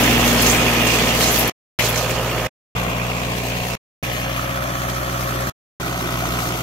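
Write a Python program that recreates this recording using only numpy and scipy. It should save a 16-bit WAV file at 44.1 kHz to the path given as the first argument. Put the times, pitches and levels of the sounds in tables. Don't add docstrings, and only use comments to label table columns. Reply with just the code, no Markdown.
import sys
import numpy as np
from scipy import signal
from scipy.io import wavfile
from scipy.ndimage import uniform_filter1d, minimum_filter1d

SR = 44100
rng = np.random.default_rng(int(sys.argv[2]) if len(sys.argv) > 2 else 0)


def to_wav(sig):
    pcm = np.clip(np.atleast_2d(sig), -1, 1) * 32767
    pcm = np.round(pcm).astype(np.int16)
    wavfile.write(sys.argv[1], SR, pcm.T)


def amplitude_ratio(level_db):
    exponent = np.asarray(level_db, float) / 20
    return 10 ** exponent


N = 291942
T = np.arange(N) / SR
SIZE, HOP = 1024, 256
FRAMES, HZ = np.arange(N // HOP + 5) * HOP / SR, np.fft.rfftfreq(SIZE, 1 / SR)
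SIDES = np.array([[.5], [-.5]])

# start_s, end_s
SPLICES = [(0, 1.498), (1.7885, 2.471), (2.751, 3.754), (4.027, 5.4985), (5.799, 6.7)]
# left_lead_ms, alike_below_hz, first_order_db, third_order_db
SHOTS = [(0.091, 720, -1.5, -10), (.03, 1100, -4, -10.5), (0.24, 1100, -4.5, -5), (0.28, 1000, -4, -9),
         (0.21, 1600, -4, -8)]
# roar_db, boom_db (fourth order), hiss_over_rustle_db
GRIPS = [(-22.5, -30, -2.5), (-26, -39.5, -2.5), (-28.5, -47, -3.5), (-27.5, -48.5, -1.5),
         (-27.5, -39, -2.5)]
THROB_CLARITY = [.85, .85, 1.3, 1., 1.4]
TREBLE_LIKENESS = [.35, .3, .1, .55, .45]
# hz, one a shot
LIKENESS_END_HZ = [3100, 3300, 3300, 5000, 4500]
# level_db, one a shot
OPENING_DB = [0, 0, -4, -4, -4]

# time_s, firings_per_s
SPEED = [(0, 59.7), (.64, 59.55), (.86, 58.7), (1.28, 58.95), (1.5, 58.36), (1.79, 58.39), (2.24, 59.63),
         (2.47, 59.48), (2.75, 60.2), (3.2, 59.5), (3.75, 60.26), (4.03, 60.25), (4.45, 61.44),
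         (4.9, 61.45), (5.5, 60.9), (5.8, 61.84), (6.2, 60.67), (6.62, 59.2)]
# time_s, exhaust_db, block_in_view_db, cane_on_bonnet_db
STANCE = [(0, -25.5, -21.5, -25), (.43, -26.5, -22.5, -29), (.9, -28.5, -22.5, -27), (1.5, -30.5, -25, -29),
          (1.79, -28.5, -25.5, -27.5), (2.1, -29.5, -30.5, -34.5), (2.47, -30, -31.5, -34),
          (2.75, -26, -30, -38), (3.05, -29.5, -32.5, -38.5), (3.35, -29.5, -32, -36),
          (3.75, -31, -33, -35), (4.03, -30, -31.5, -35.5), (4.35, -30.5, -32.5, -37),
          (4.6, -30.5, -35.5, -39), (5.5, -29, -35.5, -36.5), (5.8, -31.5, -36, -37.5),
          (6.35, -29, -33.5, -35), (6.62, -32, -35, -35.5)]
# time_s, added_left_lead_ms
SWING = [(3.9, 0), (4.0, -.07), (4.3, -.06), (4.6, 0)]

# order, lag_firings, left_minus_right_db, left_lead_rad
EXHAUST_ORDERS = [
    (1, 0, -.4, .05),
    (2, -.04, -1.2, .17),
    (3, -.1, -.5, .08),
    (4, -.05, 1.8, 0),
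]
# multiple_of_firing_rate, unsteadiness_rad, level_db in each of the five shots
WHINE_LINES = [(2.28, 0.17, [-43, -41, -48, -43, -47.5]), (2.756, 0.5, [-33.5, -37, -43.5, -46, -38]),
               (4.377, 0.3, [-37, -38.5, -39, -41, -41]), (5, .3, [-39, -52, -54, -52, -44]),
               (5.5, .3, [-39.5, -50, -56, -49, -44.5]), (7.01, 0.55, [-42.5, -47, -45, -57, -61]),
               (8, 0.38, [-40, -41, -43.5, -61, -59]), (8.793, 0.26, [-36, -35.5, -38.5, -41, -44]),
               (9.04, 0.66, [-46, -40.5, -47, -49, -53.5]), (10.02, 0.4, [-44.5, -43, -49, -52, -54]),
               (10.46, 0.3, [-39, -36, -53, -55, -54]), (11.02, 0.5, [-41, -45, -43.5, -44.5, -42.5]),
               (12.2, 0.45, [-37.5, -44, -42, -48, -45]), (21.14, 0.36, [-40.5, -40.5, -48, -40, -39])]

# freq_hz, left_db, right_db
ROAR_CLOSE = [(35, -14.5, -24.5), (87.8, -2.5, -5.5), (158.6, -13.5, -9), (200, 3, 1), (238, 0, -3.5),
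              (272, -1, -1.5), (340, -2, -0.5), (434, 1.5, 0.5), (553, -6.5, -2), (700, 1, -2.5),
              (830, -8.5, 0.5), (1030, 1, -11.5), (1290, -9.5, -1), (1550, -4, -23), (1767, -4.5, -1),
              (2214, -4, -7)]
ROAR_LEAVING = [(34.5, -21, -30), (92.3, -6, -5), (150, -8, -7.5), (210, -9.5, -15.5), (340, -8, -6),
                (435, -3, -4), (530, -8, -4), (680, -4.5, -4.5), (848, -14, -5), (1008, -5.5, -6),
                (1294, -9.5, -11.5), (1600, -10.5, -12), (1870, -13, -7), (2200, -15.5, -19)]
ROAR_TURNED = [(35, -19, -15), (90, -9.5, -8), (150, -1, -1.5), (209, -1, -4), (340, -7, -6.5),
               (416.5, -3.5, -3.5), (526, -6.5, -9), (699, -1, -0.5), (830, -11, -5), (1080, 1.5, -4.5),
               (1220, -8, -3.5), (1600, -8, -16.5), (1900, -13, -6.5), (2172, -6.5, -7.5)]
ROAR_FACING = [(35, -19, -18.5), (90, -9, -5.5), (150, -8.5, -11.5), (210, -4, -6.5), (340, -8.5, -2),
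               (475, -16, -4.5), (570, 2, -25), (714, -5.5, -4), (910, -11.5, -11.5), (1160, -0.5, -1.5),
               (1340, -12, -0.5), (1553, -24, -7), (1800, -5.5, -3), (1975, -7, -14.5)]
ROAR_NEARING = [(35, -15.5, -12.5), (89, -7, -8.5), (149.8, -2, -1), (209, -6.5, -5.5), (340, -0.5, 0),
                (444, -16, 4.5), (557, -2, -21.5), (715, 1.5, 0), (854, -8, -9), (1080, -2, -2),
                (1328, -5.5, 1.5), (1500, -11.5, 1.5), (1670, -7, -14.5), (2030, -5.5, -1.5)]
# freq_hz, left_db, right_db
KNOCK_CLOSE = [(1940, -5, -2), (2210, 1.5, 0.5), (2430, -2.5, -0.5), (2770, -9.5, 4), (2920, 1, -2.5),
               (3200, -3.5, 0.5), (3700, -17, -1)]
KNOCK_TURNED = [(2000, -1, -7.5), (2199, 1.5, 0), (2470, -2, 2.5), (2800, -1.5, 0), (3013, -2, -9.5),
                (3340, -1.5, -5.5), (3580, -12, -5)]
KNOCK_FACING = [(2010, 4, -21), (2190, 3, 5), (2440, 4, -4), (2850, -4.5, 2.2), (3010, 2.5, -6),
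                (3483, -2.5, 1), (3693, -8, -4.5)]
# freq_hz, left_db, right_db
TOP_CLOSE = [(3800, -1, -7.5), (4200, -6.5, 0.5), (4644, -7.5, -2), (6000, -6, -3), (6700, -14, 0),
             (6900, -11, -4), (7980, -16, -5.5), (8700, -11, -12), (9900, -9.5, -14), (11800, -6, -13.5),
             (11760, -1, -17), (12450, -3.5, -13.5), (13000, -9, -10.5), (15700, -9, -18)]
TOP_TURNED = [(3700, -2.5, 3), (4400, -1, -1.5), (4936, -3, -3), (6000, -4.5, -0.3), (6750, 1, -3.5),
              (7050, -11.5, -2), (7800, -6.5, -4.5), (8600, -10.5, -10), (9730, -10, -9.5),
              (11370, -5.5, -15.5), (11890, -2.5, -7), (13060, -6, -12), (15700, -10, -13.5)]
TOP_FACING = [(3700, 2.5, -6), (4360, -3, 1), (4900, -3.5, -4), (6000, -0.5, -1), (6780, -10, 3.5),
              (6660, -10.5, -2), (7850, -5, -9), (8700, -12.5, -6), (10000, -6, -18), (11350, -4, -20),
              (11850, 0, -15.5), (13000, -3.5, -13.5), (15700, -9, -19)]
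ROARS = [ROAR_CLOSE, ROAR_LEAVING, ROAR_TURNED, ROAR_FACING, ROAR_NEARING]
KNOCKS = [KNOCK_CLOSE, KNOCK_CLOSE, KNOCK_TURNED, KNOCK_FACING, KNOCK_FACING]
TOPS = [TOP_CLOSE, TOP_CLOSE, TOP_TURNED, TOP_FACING, TOP_FACING]

# time_s, centre_hz, depth_db
GROUND_NOTCH = [(3.9, 340, -0.5), (4.03, 384, -3), (4.2, 380.4, -15), (4.5, 461, -13), (5.5, 501, -15),
                (6.1, 482, -12), (6.62, 479, -1.5)]
# time_s, centre_hz, depth_db
HAND_SHADOW = [(3.05, 1500, 1), (3.5, 1194, -10), (3.76, 1223, -0.5), (4.03, 1302, -11), (4.2, 1280, -8.5),
               (4.4, 1448, 1), (6.0, 1700, -2), (6.2, 1690, -3.5), (6.4, 1700, -2.5), (6.62, 1680, -6)]
# time_s, centre_hz, height_db
LOW_PANEL = [(0, 2440, 0), (.3, 2433, 1), (.42, 2420, 0), (.55, 2470, 10), (1., 2460, 5.5),
             (1.15, 2460, 0.5), (1.79, 2470, 5.5), (2.47, 2470, 3), (2.75, 2470, 3), (3.75, 2490, 4),
             (4.03, 2440, 4), (4.45, 2470, 5), (4.6, 2387, 3.5), (6.62, 2380, 0)]
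HIGH_PANEL = [(0, 2770, 3), (.35, 2770, 6), (.6, 2640, 2), (.85, 2790, 7), (1.05, 2790, 0.5),
              (2.0, 2790, -6.5), (2.2, 2850, 9), (2.47, 2850, 4), (2.75, 2740, 4), (3.75, 2740, 5.5),
              (4.03, 2800, 6.5), (4.3, 2800, 4.5), (4.55, 2800, -1.5), (4.7, 2800, -5.5), (6.62, 2760, 7)]
# time_s, centre_hz, height_db
BONNET_DRONE = [(0, 270, 7), (.5, 270, 0), (1., 260, 0.5), (1.3, 270, -1.5), (1.5, 270, -12),
                (1.6, 270, -7.5), (1.7, 271, -2.5)]
# freq_hz, level_db
FAINT_LIMIT = [(1200, -70), (1700, -59.5), (2600, -63), (3800, -66.5), (5000, -65.8), (6000, -69),
               (7800, -70), (9000, -72), (10500, -78)]

# middle_s, half_length_s, rustle_rise_db, hiss_rise_db
SWIPES = [(0.064, 0.091, -2, 2), (0.288, 0.067, 5, 4.5), (0.455, 0.16, 7.5, 7), (0.67, 0.15, 1.5, 1.5),
          (1.048, 0.13, 2.5, -1), (1.248, 0.1, 6, 5.5), (1.36, 0.1, 2, 6.5), (1.864, 0.036, 6, 4.5),
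          (2.015, 0.055, 4.5, 3), (2.103, 0.037, 2, 3), (4.85, 0.18, 1, 1.5)]
# start_s, peak_db, left_minus_right_db, length_ms, centre_hz
SLAPS = [(.2505, -26.5, 5, 5.8, 9000), (.3995, -27.5, 2.5, 8, 6500), (.547, -24, -3, 2, 4000),
         (.8005, -32.5, -7, 5, 5000), (.868, -22, -10.5, 14.4, 5500), (.987, -32, -8.5, 6, 5500),
         (1.047, -31, -5.5, 7, 5500), (1.207, -23.5, 7, 8, 6000), (2.0445, -27, 10, 1.9, 6000),
         (2.835, -29, 0, 4.5, 6000), (4.8975, -24, 7, 4.3, 3200)]
# start_s, peak_db, left_minus_right_db, length_ms, centre_hz
SCRAPES = [
    (1.7926, -19.5, 15, 20, 2300),
    (1.892, -22, 0, 5, 2000),
    (4.885, -30, 8, 12, 2000),
    (1.901, -20.5, 12, 2.4, 12700),
]
# start_s, peak_db, left_minus_right_db, length_ms, centre_hz
RUBS = [(.034, -18, -7, 8, 6500), (.325, -28, 11, 10, 12000), (.398, -19.5, -8.5, 8, 6300),
        (.415, -17, 11, 20, 11700), (.462, -17.5, -10.5, 23, 6500), (.478, -26.5, 10, 10, 12500),
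        (.497, -15.5, -14.5, 10, 6700), (.508, -19.5, -14.5, 19, 7700), (.568, -22, -10, 12, 7800),
        (1.198, -24, 11, 24, 11800), (1.224, -27, -2, 12, 4000), (1.264, -23.5, -10, 49, 6600),
        (1.312, -23, 18, 22, 12200), (1.382, -18.5, 17, 22, 12600), (1.475, -17.5, 16, 4.2, 11800),
        (1.794, -23, 10.5, 11, 11500), (1.824, -37, -2.5, 16, 6400), (1.862, -33, -7.5, 14, 7000),
        (1.884, -20, 11, 14, 12000), (1.957, -21.5, -15, 6, 6700), (1.972, -23, -16, 16, 6100),
        (1.98, -29.5, 10, 10, 11200), (2.105, -23, -8, 6, 7200)]
# start_s, peak_db, left_minus_right_db, length_ms, centre_hz
TICKS = [(.0962, -13, 0, .5, 3000), (.1108, -10, 0, .7, 2800), (.2538, -15, 3, .6, 7000),
         (.329, -16, 0, .8, 3000), (.4165, -12, 0, .5, 6500), (.4638, -13, -4, 1, 5000),
         (1.2265, -13, 0, .6, 5000), (1.2775, -16, -4, .8, 6000), (1.8253, -18, -1, 1, 5000),
         (1.9025, -19, 6, 1.5, 11500)]
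# start_s, peak_db, left_minus_right_db, ring_ms, pitch_hz
CLANKS = [(.24, -12, -1, 4, 2560), (.395, -13, -2, 3, 2680), (0.548, -11, 0, 2.5, 2520),
          (0.596, -21, -2.5, 4, 2510), (.897, -16, -6, 5, 2580), (.9353, -15, -6, 6, 2500),
          (1.0355, -15, -5, 4, 2200), (1.2064, -19.5, -1, 4, 2400), (1.232, -14.5, 0, 5, 4030),
          (1.9605, -23, -4, 3.4, 2320), (2.152, -22, -2, 3.9, 2900), (2.181, -22, -2, 5, 2920),
          (2.2947, -20.5, -3, 4, 2400), (2.314, -20.5, -2, 5, 2800), (2.451, -23, -2, 5, 2920),
          (2.463, -19, 2, 4.5, 2070), (2.8312, -24, -2.5, 4, 2470), (2.896, -28, -4.5, 4, 2620),
          (3.23, -26, 4, 3.4, 2520), (3.503, -22, -4.5, 4.4, 2500), (3.701, -27, -6, 4, 2540),
          (4.041, -22, -9, 5, 2500), (4.079, -25, 0, 4, 1950), (4.099, -22, -3, 2, 3000),
          (4.116, -24, 0, 4, 1950), (4.117, -24, -3, 3, 3020), (4.1655, -27, 0, 3, 1850),
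          (4.28, -29, -7, 6.7, 2850), (5.341, -29, 4.5, 4.4, 2700)]

KNOCK_HZ, RUSTLE_HZ, HISS_HZ = 2000, 3620, 8600
SNAP_OCTAVES, SCRAPE_OCTAVES, RUB_OCTAVES = 1.6, .87, .32
SNAP_RISE, RUB_RISE = .041, .25


def column(points, k, t=T):
    rows = np.array(points)
    return np.interp(t, rows[:, 0], rows[:, k])


def shot_at(t):
    return np.searchsorted([start - .1 for start, _ in SPLICES[1:]], t)


def evened(x):
    return x / np.sqrt(np.mean(x ** 2) + 1e-20)


def drift(shape, wide, long):
    across_hz = uniform_filter1d(rng.standard_normal(shape), wide, axis=0)
    return evened(uniform_filter1d(across_hz, long, axis=-1))


def wander(count, step):
    knots = rng.standard_normal((N // step + 4, count)).T
    return evened(np.array([np.interp(np.arange(N) / step, np.arange(len(k)), k) for k in knots]))


def dip(points, width_hz):
    centre_hz = column(points, 1, FRAMES)
    return column(points, 2, FRAMES) * np.exp(-((HZ[:, None] - centre_hz) / width_hz) ** 2)


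def port_likeness():
    shot, hz = shot_at(FRAMES), HZ[:, None]
    alike_hz = np.array(SHOTS)[shot, 1]
    same = 1 / (1 + (hz / alike_hz) ** 2.8)
    left_over, end_hz = np.array([TREBLE_LIKENESS, LIKENESS_END_HZ])[:, shot]
    same = same + (1 - same) * left_over / (1 + (hz / end_hz) ** 8)
    breeze = (HZ > 60) & (HZ < 170)
    return same * np.where(breeze, .59, 1)[:, None]


def port_noise():
    same = port_likeness()
    lead_ms = np.array(SHOTS)[shot_at(FRAMES), 0] + column(SWING, 1, FRAMES)
    a, b, c, d = rng.standard_normal((len(FRAMES), len(HZ), 4)).T
    shared, own = a + 1j * b, c + 1j * d
    late = np.exp(-2j * np.pi * HZ[:, None] * lead_ms / 1000)
    ports = np.array([shared, late * same * shared + np.sqrt(1 - same ** 2) * own])
    shape_db = dip(GROUND_NOTCH, width_hz=52) + dip(HAND_SHADOW, width_hz=220)
    shape_db = shape_db + dip(LOW_PANEL, width_hz=66) + dip(HIGH_PANEL, width_hz=45)
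    shape_db = shape_db + dip(BONNET_DRONE, width_hz=58)
    patchy_db = np.interp(HZ, (300, 1500, 2500, 5000, 9000, 12000), (.8, .9, 1.6, 1.8, 1.1, 1.5))[:, None]
    patches = np.array([drift(a.shape, 12, 6) for _ in ports])
    return ports * amplitude_ratio(shape_db + patchy_db * patches)


def layer(noise, spectra, lo_hz, hi_hz):
    inside, shapes = (HZ >= lo_hz) & (HZ < hi_hz), []
    for f, *ports in map(np.transpose, spectra):
        level_db = np.array([np.interp(np.log(HZ + 1), np.log(f), p) for p in ports])
        gain = amplitude_ratio(level_db) * inside
        shapes.append(gain / np.linalg.norm(gain))
    coloured = noise * np.array(shapes)[shot_at(FRAMES)].transpose(1, 2, 0)
    return evened(signal.istft(coloured, nperseg=SIZE, noverlap=SIZE - HOP)[1][:, :N])


def levels():
    roar_db, boom_db, bright_db = np.array(GRIPS)[shot_at(T)].T
    nearer_db = column(STANCE, 1) + 29
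    cane_db, swipe_db = column(STANCE, 3), np.zeros((2, N))
    for s, half, *rise_db in SWIPES:
        swell = np.cos(np.pi / 2 * np.clip((T - s) / half, -1, 1)) ** 2
        swipe_db += np.outer(rise_db, swell)
    return (boom_db + 2.3 * nearer_db, roar_db + .47 * nearer_db, column(STANCE, 2),
            cane_db + swipe_db[0], cane_db + bright_db + swipe_db[1])


def throb(turns, luck, depth, lag, uneven_db, cylinder_db):
    strength_db = uneven_db * luck[(turns - lag).astype(int)]
    cycle_db = cylinder_db * np.cos(2 * np.pi * (turns - .5) / 4)
    place = (turns - lag) % 1 / .095
    burst = place * np.exp(1 - place) * np.array(THROB_CLARITY)[shot_at(T)]
    return evened((1 + depth * burst * amplitude_ratio(strength_db)) * amplitude_ratio(cycle_db))


def brushing_cane(noise, turns, luck, rustle_db, hiss_db):
    rustle = amplitude_ratio(rustle_db + 1.0) * layer(noise, TOPS, RUSTLE_HZ, HISS_HZ)
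    hiss = amplitude_ratio(hiss_db + 2.0) * layer(noise, TOPS, HISS_HZ, SR / 2)
    rustle_throb = throb(turns, luck, depth=.22, lag=.6, uneven_db=3., cylinder_db=.6)
    hiss_throb = throb(turns, luck, depth=.36, lag=.58, uneven_db=2.5, cylinder_db=.6)
    crackle_db = 1.0 * wander(count=2, step=220) + 1.2 * wander(count=2, step=1600)
    return amplitude_ratio(crackle_db) * (rustle * rustle_throb + hiss * hiss_throb)


def snaps(leaves, octaves, rise):
    out, age_ms = np.zeros((2, N)), np.arange(6000) / SR * 1000
    noises = rng.standard_normal((len(leaves), 2, 6000))
    for (s, peak_db, pan_db, ms, hz), noise in zip(leaves, noises):
        edges = np.minimum(hz * 2 ** (np.array([-.5, .5]) * octaves), (15000, 20000))
        band = signal.butter(2, edges, "band", fs=SR, output="sos")
        puff = evened(signal.sosfilt(band, noise))
        shape = (1 - np.exp(-age_ms / (rise * ms))) * np.exp(-age_ms / ms)
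        at = round(s * SR)
        out[:, at:at + 6000] += amplitude_ratio(peak_db + pan_db * SIDES) * shape * puff
    return out


def leaves_on_phone():
    touches = snaps(SLAPS, SNAP_OCTAVES, SNAP_RISE) + snaps(SCRAPES, SCRAPE_OCTAVES, SNAP_RISE)
    touches = touches + snaps(RUBS, RUB_OCTAVES, RUB_RISE)
    return touches + snaps(TICKS, SNAP_OCTAVES, SNAP_RISE)


def clanks():
    out, age_ms = np.zeros((2, N)), np.arange(2000) / SR * 1000
    for s, peak_db, pan_db, ms, hz in CLANKS:
        phase = 2 * np.pi * hz * age_ms / 1000
        pair = np.sin(phase) + .5 * np.sin(1.06 * phase)
        ring = pair * (1 - np.exp(-age_ms / .5)) * np.exp(-age_ms / ms)
        at = round(s * SR)
        out[:, at:at + 2000] += amplitude_ratio(peak_db + pan_db * SIDES) * ring
    return out


def whine(turns):
    out, shot, rate = np.zeros((2, N)), shot_at(T), np.gradient(turns) * SR
    lag_turns = np.array(SHOTS)[shot, 0] / 1000 * rate * [[0], [1]]
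    for multiple, unsteady, levels_db in WHINE_LINES:
        hz = multiple * rate.mean()
        tilts = [np.interp(hz, f, left - right) / 2 for f, left, right in map(np.transpose, ROARS)]
        tilt_db = np.array(tilts)[shot] * [[1], [-1]]
        wobble = wander(count=3, step=2500)
        line = np.cos(2 * np.pi * multiple * (turns - lag_turns) + unsteady * wobble[0])
        level_db = np.array(levels_db)[shot] + tilt_db + 1.6 * wobble[1:]
        out += np.sqrt(2) * amplitude_ratio(level_db) * line
    return out


def engine_noise(noise, turns, luck, roar_db, knock_db):
    roar = amplitude_ratio(roar_db + 1.5) * layer(noise, ROARS, 0, KNOCK_HZ)
    uneven_knock_db = knock_db + 1.5 + .5 * wander(count=1, step=2200)
    knock = amplitude_ratio(uneven_knock_db) * layer(noise, KNOCKS, KNOCK_HZ, RUSTLE_HZ)
    low = signal.oaconvolve(roar, signal.firwin(255, 1000, fs=SR)[None], "same")
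    low_throb = throb(turns, luck, depth=.4, lag=.54, uneven_db=1., cylinder_db=.4)
    chug_throb = throb(turns, luck, depth=.8, lag=.55, uneven_db=1.1, cylinder_db=.4)
    knock_throb = throb(turns, luck, depth=.55, lag=.61, uneven_db=1.5, cylinder_db=.7)
    return low * low_throb + (roar - low) * chug_throb + knock * knock_throb


def exhaust(turns, boom_db):
    main_db, out = column(STANCE, 1), np.zeros((2, N))
    first_db, third_db = np.array(SHOTS)[shot_at(T), 2:].T
    levels_db = [main_db + first_db, main_db - .3, main_db + third_db, boom_db]
    for (order, lag, pan_db, lead), level_db in zip(EXHAUST_ORDERS, levels_db):
        gain = amplitude_ratio(level_db + pan_db * SIDES + .7 * wander(count=1, step=2500))
        out += gain * np.cos(2 * np.pi * order * (turns - lag) + lead * SIDES)
    return np.sqrt(2) * out


def engine_turns():
    turns = np.cumsum(column(SPEED, 1)) / SR
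    slip = .16 * np.exp(-np.maximum(T - 2.751, 0) / .025)
    return turns + slip * (shot_at(T) == 2)


def scene():
    turns, noise = engine_turns(), port_noise()
    boom_db, roar_db, knock_db, rustle_db, hiss_db = levels()
    luck = np.clip(rng.standard_normal(1000), -1.3, .8)
    cane = brushing_cane(noise, turns, luck, rustle_db, hiss_db) + leaves_on_phone()
    machine = clanks() + whine(turns) + engine_noise(noise, turns, luck, roar_db, knock_db)
    return cane + machine + exhaust(turns, boom_db)


def lose_faint_bands(x):
    mid_side = np.array([x[0] + x[1], x[0] - x[1]]) / 2
    z = signal.stft(mid_side, nperseg=SIZE, noverlap=SIZE - HOP)[2]
    power = (abs(z[:, :-1]) ** 2).reshape(2, -1, 4, z.shape[-1]).mean(axis=2)
    bands = uniform_filter1d(power, size=5, axis=-1)
    limit = amplitude_ratio(2 * np.interp(HZ[2::4], *np.transpose(FAINT_LIMIT)))[:, None]
    kept = minimum_filter1d(np.repeat(bands > limit, 4, axis=1) * 1., size=5, axis=-1)
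    kept = np.pad(kept, ((0, 0), (0, 1), (0, 0)))
    mid, side = signal.istft(z * kept, nperseg=SIZE, noverlap=SIZE - HOP)[1][:, :N]
    return np.array([mid + side, mid - side])


def low_pass(x):
    return signal.sosfilt(signal.butter(12, 16790, fs=SR, output="sos"), x)


def record(dry):
    top_edge = signal.firwin(1023, 15760, window=("kaiser", 10), fs=SR)[None]
    limited = signal.oaconvolve(lose_faint_bands(dry), top_edge, "same")
    thin = signal.lfilter(*signal.butter(1, (350, 9000), "band", fs=SR), limited)
    treble = signal.lfilter(*signal.butter(1, 400, "high", fs=SR), limited)
    gate, smear, veil = np.zeros((3, N))
    for (start, end), open_db in zip(SPLICES, OPENING_DB):
        after = np.maximum(T - end, 0)
        gate += np.clip((T - start) / .0008, 0, 1) * np.clip((end - T) / .0015 + .5, 0, 1)
        smear_db = -14 - 250 * after - 60 * (after / .026) ** 8
        smear += amplitude_ratio(smear_db) * np.clip((T - end) / .0015 + .5, 0, 1) * (after < .05)
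        veil += 1 - amplitude_ratio(open_db * np.exp(-((T - start) / .007) ** 2))
    mix = (limited - veil * treble) * gate + thin * smear
    return low_pass(mix)


dry = scene()
out = record(dry)
to_wav(out)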